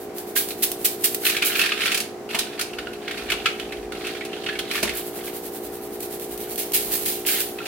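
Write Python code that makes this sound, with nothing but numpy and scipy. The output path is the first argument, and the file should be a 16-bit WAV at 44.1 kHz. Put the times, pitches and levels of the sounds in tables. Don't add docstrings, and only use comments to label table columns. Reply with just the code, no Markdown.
import sys
import numpy as np
from scipy import signal
from scipy.fft import rfft, irfft, next_fast_len
from scipy.io import wavfile

SR = 44100
rng = np.random.default_rng(int(sys.argv[2]) if len(sys.argv) > 2 else 0)


def transcribe(signal):
    frames = np.atleast_2d(signal).T
    limited = np.clip(frames, -1, 1)
    pcm = np.round(limited * 32767).astype(np.int16)
    wavfile.write(sys.argv[1], SR, pcm)


N = 338247
TIME = np.arange(N) / SR


def from_db(db):
    return 10 ** (np.asarray(db) / 20)


def rms_one(x):
    return x / np.sqrt(np.mean(x ** 2) + 1e-20)


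def level_at(points, s):
    return np.interp(s, *np.transpose(points))


def at_hz(points, hz):
    table_hz, value = np.transpose(points)
    return np.interp(np.log(hz + 1e-3), np.log(table_hz), value)


def drift(per_s):
    knots = rng.standard_normal(4000)
    return np.interp(TIME * per_s, np.arange(len(knots)), knots) * np.sqrt(3 / 2)


def hump(s, db, half_s):
    return from_db(db) * np.exp(-np.minimum(((TIME - s) / half_s) ** 2, 50))


def colour(x, spectrum, likeness):
    size = next_fast_len(x.shape[1])
    hz = np.arange(size // 2 + 1) * SR / size
    alike = np.clip(at_hz(likeness, hz), -.99, .99)
    mid, side = rfft(x, size) * rms_one(from_db(at_hz(spectrum, hz)))
    mid = mid * np.sqrt((1 + alike) / 2)
    side = side * np.sqrt((1 - alike) / 2)
    return irfft(np.array([mid + side, mid - side]), size)[:, :x.shape[1]]


def grains(per_s, spread_db):
    sizes = from_db(spread_db * np.minimum(rng.exponential(1, N), 4))
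    return rms_one((rng.random(N) < per_s / SR) * sizes * rng.standard_normal((2, N)))


def resonate(x, hz, width_hz):
    r = np.exp(-np.pi * width_hz / SR)
    feedforward = [(1 - r * r) / 2, 0, (r * r - 1) / 2]
    feedback = [1, -2 * r * np.cos(2 * np.pi * hz / SR), r * r]
    return signal.lfilter(feedforward, feedback, x)


def add(track, s, sound):
    start = max(int(s * SR), 0)
    track[..., start:start + sound.shape[-1]] += sound[..., :N - start]


def panned(x, left_db):
    return x * from_db([[left_db / 2], [-left_db / 2]])


# (multiple of the running speed, relative level [dB])
MOTOR_HARMONICS = [(1, -25.5), (2, -32.5), (3, -27.5), (4, -20.5), (5, -7), (6, 0.5), (7, 0.5), (8, -7),
                   (9, -19.5), (11, -10.5), (13, -10), (14, -20.5)]
# (time [s], level [dB])
MOTOR_LOUDNESS = [(0, -41.5), (1.4, -39.5), (2.2, -43), (3, -41.5), (4.4, -39), (5.5, -40), (6.7, -39.5),
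                  (7.67, -40.5)]
# (frequency [Hz], mean rms level [dB])
APPLIANCE_TONES = [(91.5, -61.5), (220.5, -53), (721, -51.5)]
MOTOR_HZ = 59.285


def motor(waver_db=.5, tone_waver_db=1.0, slip_turns=.004, smear_rad=0.206):
    turns = (TIME - .0043) * MOTOR_HZ
    turns = turns + slip_turns * drift(2.07)
    hum = 0
    for k, db in MOTOR_HARMONICS:
        phase = 2 * np.pi * k * turns + smear_rad * (k - 6.5) ** 2
        hum = hum + from_db(db + waver_db * drift(1.82)) * np.cos(phase)
    tones = 0
    for hz, db in APPLIANCE_TONES:
        level = from_db(db + tone_waver_db * drift(1.91))
        tones = tones + level * np.sin(2 * np.pi * hz * TIME + .5 * drift(2.05))
    return np.sqrt(2) * (from_db(level_at(MOTOR_LOUDNESS, TIME)) * hum + tones)


# (frequency [Hz], relative density [dB per Hz])
AIR_SPECTRUM = [(20, -55), (50, -29), (100, -9), (170, -2), (240, 0), (380, 3.5), (520, -1), (780, -4.5),
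                (1050, -9.5), (2000, -14.5), (3500, -22), (6000, -23), (8000, -26), (16000, -29)]
# (frequency [Hz], relative density [dB per Hz])
RUMBLE_SPECTRUM = [(15, -16), (30, -15), (48, 18), (65, 14), (100, -10), (250, -50)]
# (frequency [Hz], correlation)
DIFFUSE_LIKENESS = [(30, .99), (70, .96), (300, 0.86), (700, 0.6), (1500, 0.44), (3000, 0), (7000, 0)]
# (time [s], relative level [dB])
RUMBLE_FLOOR = [(0, -58), (1.4, -63), (2.1, -70), (3, -58), (7.67, -57.5)]
# (middle [s], relative level [dB], half length [s])
RUMBLE_SWELLS = [(2.83, -52, .07), (3.32, -44, 0.11), (3.78, -47.5, .17), (4.91, -46, 0.1),
                 (5.95, -53, .08), (6.32, -53, .07), (6.92, -50.5, 0.23)]


def room_tone(air_db=-39.0, rumble_db=-3.5):
    air = from_db(air_db) * colour(rng.standard_normal((2, N)), AIR_SPECTRUM, DIFFUSE_LIKENESS)
    swell = from_db(level_at(RUMBLE_FLOOR, TIME)) + sum(hump(*row) for row in RUMBLE_SWELLS)
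    rumble = swell * colour(rng.standard_normal((2, N)), RUMBLE_SPECTRUM, DIFFUSE_LIKENESS)
    return air + from_db(rumble_db) * rumble


def kitchen(x, crossover_hz=5000, t60_s=0.32, treble_t60_s=0.27, treble_db=-1.5):
    age = TIME[:SR // 2]
    white = rng.standard_normal((2, len(age))) * np.minimum(age / 0.0035, 1)
    low_pass = signal.butter(2, crossover_hz, "low", fs=SR, output="sos")
    high_pass = signal.butter(2, crossover_hz, "high", fs=SR, output="sos")
    dull, bright = signal.sosfilt(low_pass, white), signal.sosfilt(high_pass, white)
    fade = from_db(-60 * age / t60_s)
    tail = dull * fade - bright * from_db(treble_db - 60 * age / treble_t60_s)
    return signal.fftconvolve(x, tail / np.sqrt(np.sum(fade ** 2)), axes=1)[:, :N]


# (frequency [Hz], correlation)
CLOSE_LIKENESS = [(300, 1), (1300, 0.58), (2500, 0.96), (4000, -0.24), (7000, -0.19), (15000, 0.0086)]
# (time [s], thud level [dB], wet slap level [dB])
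FISH_DROPS = [(2.344, -34, -29), (3.318, -41, -36), (4.829, -24.5, -32), (5.17, -42, -44)]
# (frequency [Hz], relative level [dB], 60 dB decay time [s])
DISH_MODES = [(204, -6, 0.26), (230, -3, 0.19), (352.4, 5, 0.23), (605, -1, 0.079), (640, 6.5, 0.068)]
# (frequency [Hz], relative density [dB per Hz])
SLAP_SPECTRUM = [(100, -25), (200, -14), (600, 2), (1000, 7), (1400, 1), (3000, -27), (8000, -45)]


def fish_flops(slap_decay_s=0.03, rise_s=0.0022):
    out, age = np.zeros((2, N)), TIME[:SR // 2]
    thud = sum(from_db(db - 60 * age / t60) * np.sin(2 * np.pi * hz * age) for hz, db, t60 in DISH_MODES)
    for s, db, slap_db in FISH_DROPS:
        noise = colour(rng.standard_normal((2, len(age))), SLAP_SPECTRUM, CLOSE_LIKENESS)
        slap = noise * np.exp(-age / slap_decay_s)
        add(out, s, (from_db(db) * thud + from_db(slap_db) * slap) * (1 - np.exp(-age / rise_s)))
    return out


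# (time [s], starting pitch [Hz], level [dB], 60 dB decay time [s])
AIR_POPS = [(1.718, 1224, -24, .08), (2.787, 1474, -36, 0.17), (2.87, 1430, -19, 0.027),
            (2.87, 2870, -24, 0.025), (3.459, 1350, -17.5, 0.072), (3.46, 2075, -19, 0.068),
            (4.222, 1940, -25, .04), (4.491, 1685, -22.5, 0.11), (7.604, 1380, -25, 0.042)]


def air_pockets(glide_per_s=0.2, rise_s=0.0023):
    out, age = np.zeros(N), TIME[:SR // 4]
    for s, hz, db, t60 in AIR_POPS:
        ring = np.sin(2 * np.pi * hz * age * (1 + glide_per_s * age))
        add(out, s, from_db(db - 60 * age / t60) * np.minimum(age / rise_s, 1) * ring)
    return out


# (time [s], relative level [dB])
FISH_DRAG = [
    [(1.22, -35.5), (1.3, -28), (1.4, -37), (1.47, -30), (1.64, -29), (1.76, -34.5), (1.86, -23.5),
     (1.94, -30.5), (2.1, -54)],
    [(2.29, -37.5), (2.35, -31.5), (2.47, -43.5), (2.62, -43), (2.97, -49.5), (3.18, -38), (3.55, -42.5),
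     (3.86, -47.5)],
    [(3.93, -41.5), (4.09, -37), (4.27, -47), (4.47, -39.5), (4.65, -43.5), (4.74, -29.5), (4.85, -31.5),
     (5.07, -51)],
    [(5.13, -49), (5.27, -41.5), (5.4, -63)],
    [(6.3, -70), (6.44, -47), (6.52, -56)],
    [(7.25, -37.5), (7.38, -31), (7.5, -71), (7.67, -33)],
]


def drag_db(s):
    moves = [np.interp(s, *np.transpose(move), left=-120, right=-120) for move in FISH_DRAG]
    return np.max(moves, axis=0)


# (frequency [Hz], relative density [dB per Hz])
SHEET_SPECTRUM = [(500, -43), (950, -19), (1350, -2.5), (1700, -3.5), (2000, -3.5), (2600, 0), (3300, -2.5),
                  (4300, -6), (5500, -17), (8000, -21.5), (16000, -49)]
# (frequency [Hz], relative density [dB per Hz])
CRACK_SPECTRUM = [(2000, -7.5), (4500, 5.5), (7000, 1), (10000, 3), (13000, -0.5), (16000, -4)]


def foil_rustle(body_db=-1.5, crack_db=-7.0, per_s=150, spread_db=1.0, decay_s=0.0098):
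    sizes = from_db(spread_db * np.minimum(rng.exponential(1, N), 3))
    creases = (rng.random(N) < per_s / SR) * sizes
    sheet = colour(rng.standard_normal((2, N)), SHEET_SPECTRUM, CLOSE_LIKENESS)
    power_decay = [1, -np.exp(-2 / (decay_s * SR))]
    facets = 0
    for hz in np.geomspace(1150, 4400, 12):
        woken = creases * (rng.random(N) < 1 / 4)
        bursts = np.sqrt(signal.lfilter([1], power_decay, woken ** 2 + 1e-18))
        facets = facets + bursts * resonate(sheet, hz, width_hz=hz / 8)
    crack = colour(grains(per_s=5000, spread_db=1.5), CRACK_SPECTRUM, CLOSE_LIKENESS)
    return from_db(drag_db(TIME)) * (from_db(body_db) * rms_one(facets) + from_db(crack_db) * crack)


def stray_snaps(per_s=14, above_rustle_db=11.5, spread_db=1.5, treble_db=-15.5,
                facet_hz=1900, facet_octaves=0.38):
    moment = np.cumsum(rng.uniform(.2, 1.8, 300)) / per_s
    strength, pitch = np.clip(rng.standard_normal((2, len(moment))), -2, 2)
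    peak = drag_db(moment) + above_rustle_db + spread_db * strength
    rows = np.transpose([moment, peak, peak + treble_db, facet_hz * 2 ** (facet_octaves * pitch)])
    return rows[(drag_db(moment) > -100) & (moment < N / SR)]


# (time [s], relative body level [dB], relative treble level [dB], facet pitch [Hz])
DISTINCT_SNAPS = [(.3616, -15, -36, 1600), (.506, -23, -32.5, 4000), (1.2522, -12.5, -39, 4130),
                  (1.2653, -10.5, -27, 2660), (1.2976, -14, -21.5, 2600), (1.3663, -12, -25, 2240),
                  (1.4227, -7.5, -22, 2430), (1.5537, -13.5, -26, 2450), (1.5927, -8, -20.5, 2720),
                  (1.614, -8, -20.5, 2670), (1.6369, -14.5, -29, 1750), (1.6607, -12, -25, 2420),
                  (1.719, -9.5, -46, 2570), (1.8186, -14, -30, 2940), (1.8574, -12, -23, 2200),
                  (1.918, -11, -22, 2640), (1.9447, -13, -18, 2860), (1.9745, -18, -19.5, 2670),
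                  (2.0026, -21, -20.5, 2620), (2.348, -14.5, -24, 2720), (2.389, -14.5, -16.5, 3900),
                  (2.5935, -16.5, -24, 1370), (2.6113, -18, -20, 2250), (2.733, -26, -45, 2720),
                  (2.7857, -18.5, -37, 1480), (2.869, -26, -56, 1370), (2.9322, -31, -41, 3240),
                  (3.0792, -17.5, -40, 2100), (3.1102, -19.5, -35, 1800), (3.1777, -22.5, -35.5, 2350),
                  (3.2896, -23, -50, 2490), (3.3007, -12, -26, 2270), (3.3187, -9, -24.5, 2850),
                  (3.458, -5, -26.5, 2250), (3.5972, -20, -35.5, 3020), (3.722, -22.5, -39, 2040),
                  (3.921, -23, -36.5, 1330), (4.0482, -22, -37, 2600), (4.0684, -22, -31, 2700),
                  (4.1498, -26, -41, 2260), (4.2083, -21.5, -55, 2230), (4.2498, -27, -33, 2720),
                  (4.3312, -22, -54, 3080), (4.4628, -16, -51, 2900), (4.4879, -15, -51, 1620),
                  (4.554, -22, -52, 2230), (4.59, -15.5, -26.5, 3160), (4.7116, -15.5, -28, 2400),
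                  (4.7542, -15.5, -27.5, 1160), (4.829, -14, -16.5, 2300), (4.8928, -18, -30, 2130),
                  (7.2861, -15, -26, 2440), (7.5852, -23, -53, 2580), (7.6568, -23, -31.5, 2670)]


def foil_snaps(body_db=-6.5, crack_db=-0.5, facet_share=0.65, facet_width_hz=240, rise_s=.004,
               body_decay_s=0.0089, crack_decay_s=0.01, muffling=0.064):
    out, age = np.zeros((2, N)), TIME[:SR // 8]
    attack, since_top = np.minimum(age / rise_s, 1), np.maximum(age - rise_s, 0)
    fade = attack * np.exp(-since_top / body_decay_s)
    crack_fade = attack * np.exp(-since_top / crack_decay_s)
    for s, peak, treble, hz in [*DISTINCT_SNAPS, *stray_snaps()]:
        sheet = colour(rng.standard_normal((2, len(age))), SHEET_SPECTRUM, CLOSE_LIKENESS)
        facet = rms_one(resonate(sheet, hz, facet_width_hz))
        ring = rms_one((sheet + facet_share * facet) * fade) * np.sqrt(np.mean(fade ** 2))
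        muffled = [(f, db - muffling * (peak - treble) * np.log2(f)) for f, db in CRACK_SPECTRUM]
        crack = colour(rng.standard_normal((2, len(age))), muffled, CLOSE_LIKENESS) * crack_fade
        snap = from_db(peak + body_db) * ring + from_db(treble + crack_db) * crack
        add(out, s - rise_s / 2, snap)
    return out


# (first swish [s], last swish [s])
SHAKING_RUNS = [(0.189, 1.235), (4.978, 6.52)]
SWING_PERIODS = [.1048, .0963]
# (time [s], relative level [dB])
SHAKING_VIGOUR = [
    [(.18, -34), (.29, -39), (.42, -29), (.65, -36.5), (.95, -33), (1.23, -30.5)],
    [(4.98, -26.5), (5.08, -34.5), (5.27, -32), (5.93, -38), (6.05, -31.5), (6.33, -34), (6.52, -30)],
]
# (middle [s], relative level [dB], half length [s])
SINGLE_SWISHES = [(.02, -41.5, .04), (1.59, -25.5, 0.028), (4.755, -32.5, .035), (6.84, -29, 0.11),
                  (6.944, -21, 0.029), (7.027, -29, 0.051), (7.41, -24, 0.021)]
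# (frequency [Hz], relative density [dB per Hz])
SLIDE_SPECTRUM = [(1000, -15), (2000, -10.5), (2900, -8), (4300, -6), (5500, -10), (7500, -6.5),
                  (10000, -2), (13500, 1.5), (15600, -2), (17000, 2)]


def salt_swishes(level_db=1.5, half_s=0.033):
    swishes = list(SINGLE_SWISHES)
    for (first, last), period, vigour in zip(SHAKING_RUNS, SWING_PERIODS, SHAKING_VIGOUR):
        for s in np.arange(first, last + period / 2, period):
            swishes.append((s, level_at(vigour, s), half_s))
    flow = sum(hump(s, db + level_db, half) for s, db, half in swishes)
    return flow * colour(grains(per_s=5000, spread_db=0.0), SLIDE_SPECTRUM, CLOSE_LIKENESS)


# (time [s], relative level [dB], settling time [s])
SALT_LANDINGS = [(0.353, -18.5, 0.033), (.621, -16, 0.014), (0.843, -13.5, .01), (1.036, -14, 0.012),
                 (1.245, -18.5, 0.035), (1.444, -20.5, 0.035), (6.573, -25, 0.043), (6.732, -15.5, 0.027),
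                 (7.052, -22.5, 0.066), (7.259, -20, 0.094)]
# (time [s], relative level [dB])
CLUMP_TICKS = [(.183, -24), (.487, -22), (.717, -17), (1.146, -13.5), (6.005, -25), (6.03, -24.5),
               (6.197, -29), (6.377, -25), (6.558, -23), (6.72, -22), (7.404, -16)]
# (frequency [Hz], relative density [dB per Hz])
SLAM_SPECTRUM = [(700, -60), (1200, -17), (1700, -10.5), (2800, -3.5), (4200, -3.5), (5500, -6),
                 (7000, -5.5), (10000, 0), (13500, 2), (15600, 0.5), (17000, -2)]


def salt_slams(rise_s=0.0076, pour_s=.016, pour_per_settling=0.33, tick_decay_s=0.0037,
               clumping_db=1.25, clumps_per_s=260):
    flow, age = np.zeros(N), TIME[:SR // 2]
    for s, db, settling in SALT_LANDINGS:
        pour = pour_s + pour_per_settling * settling
        landing = np.minimum(age / rise_s, 1) * np.exp(-np.maximum(age - pour, 0) / settling)
        add(flow, s, from_db(db) * landing)
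    flow = flow * from_db(clumping_db * drift(clumps_per_s))
    for s, db in CLUMP_TICKS:
        add(flow, s, from_db(db) * np.exp(-age / tick_decay_s))
    return flow * colour(grains(per_s=9200, spread_db=0.5), SLAM_SPECTRUM, CLOSE_LIKENESS)


def scene():
    background = panned(motor(), left_db=-.5) + room_tone()
    slams = panned(salt_slams(), left_db=-2.0) * from_db(0.5)
    slides = panned(salt_swishes(), left_db=-2.5)
    foil = fish_flops() + panned(air_pockets() + foil_rustle() + foil_snaps(), left_db=-2.5)
    echoes = kitchen(from_db(-5.0) * slams + from_db(-5) * slides + from_db(-5.5) * foil)
    return slams + slides + foil + echoes + background


def record(dry, cutoff_hz=15900):
    low_pass = signal.ellip(12, .1, 80, cutoff_hz, fs=SR, output="sos")
    return signal.sosfilt(low_pass, dry)


dry = scene()
out = record(dry)
transcribe(out)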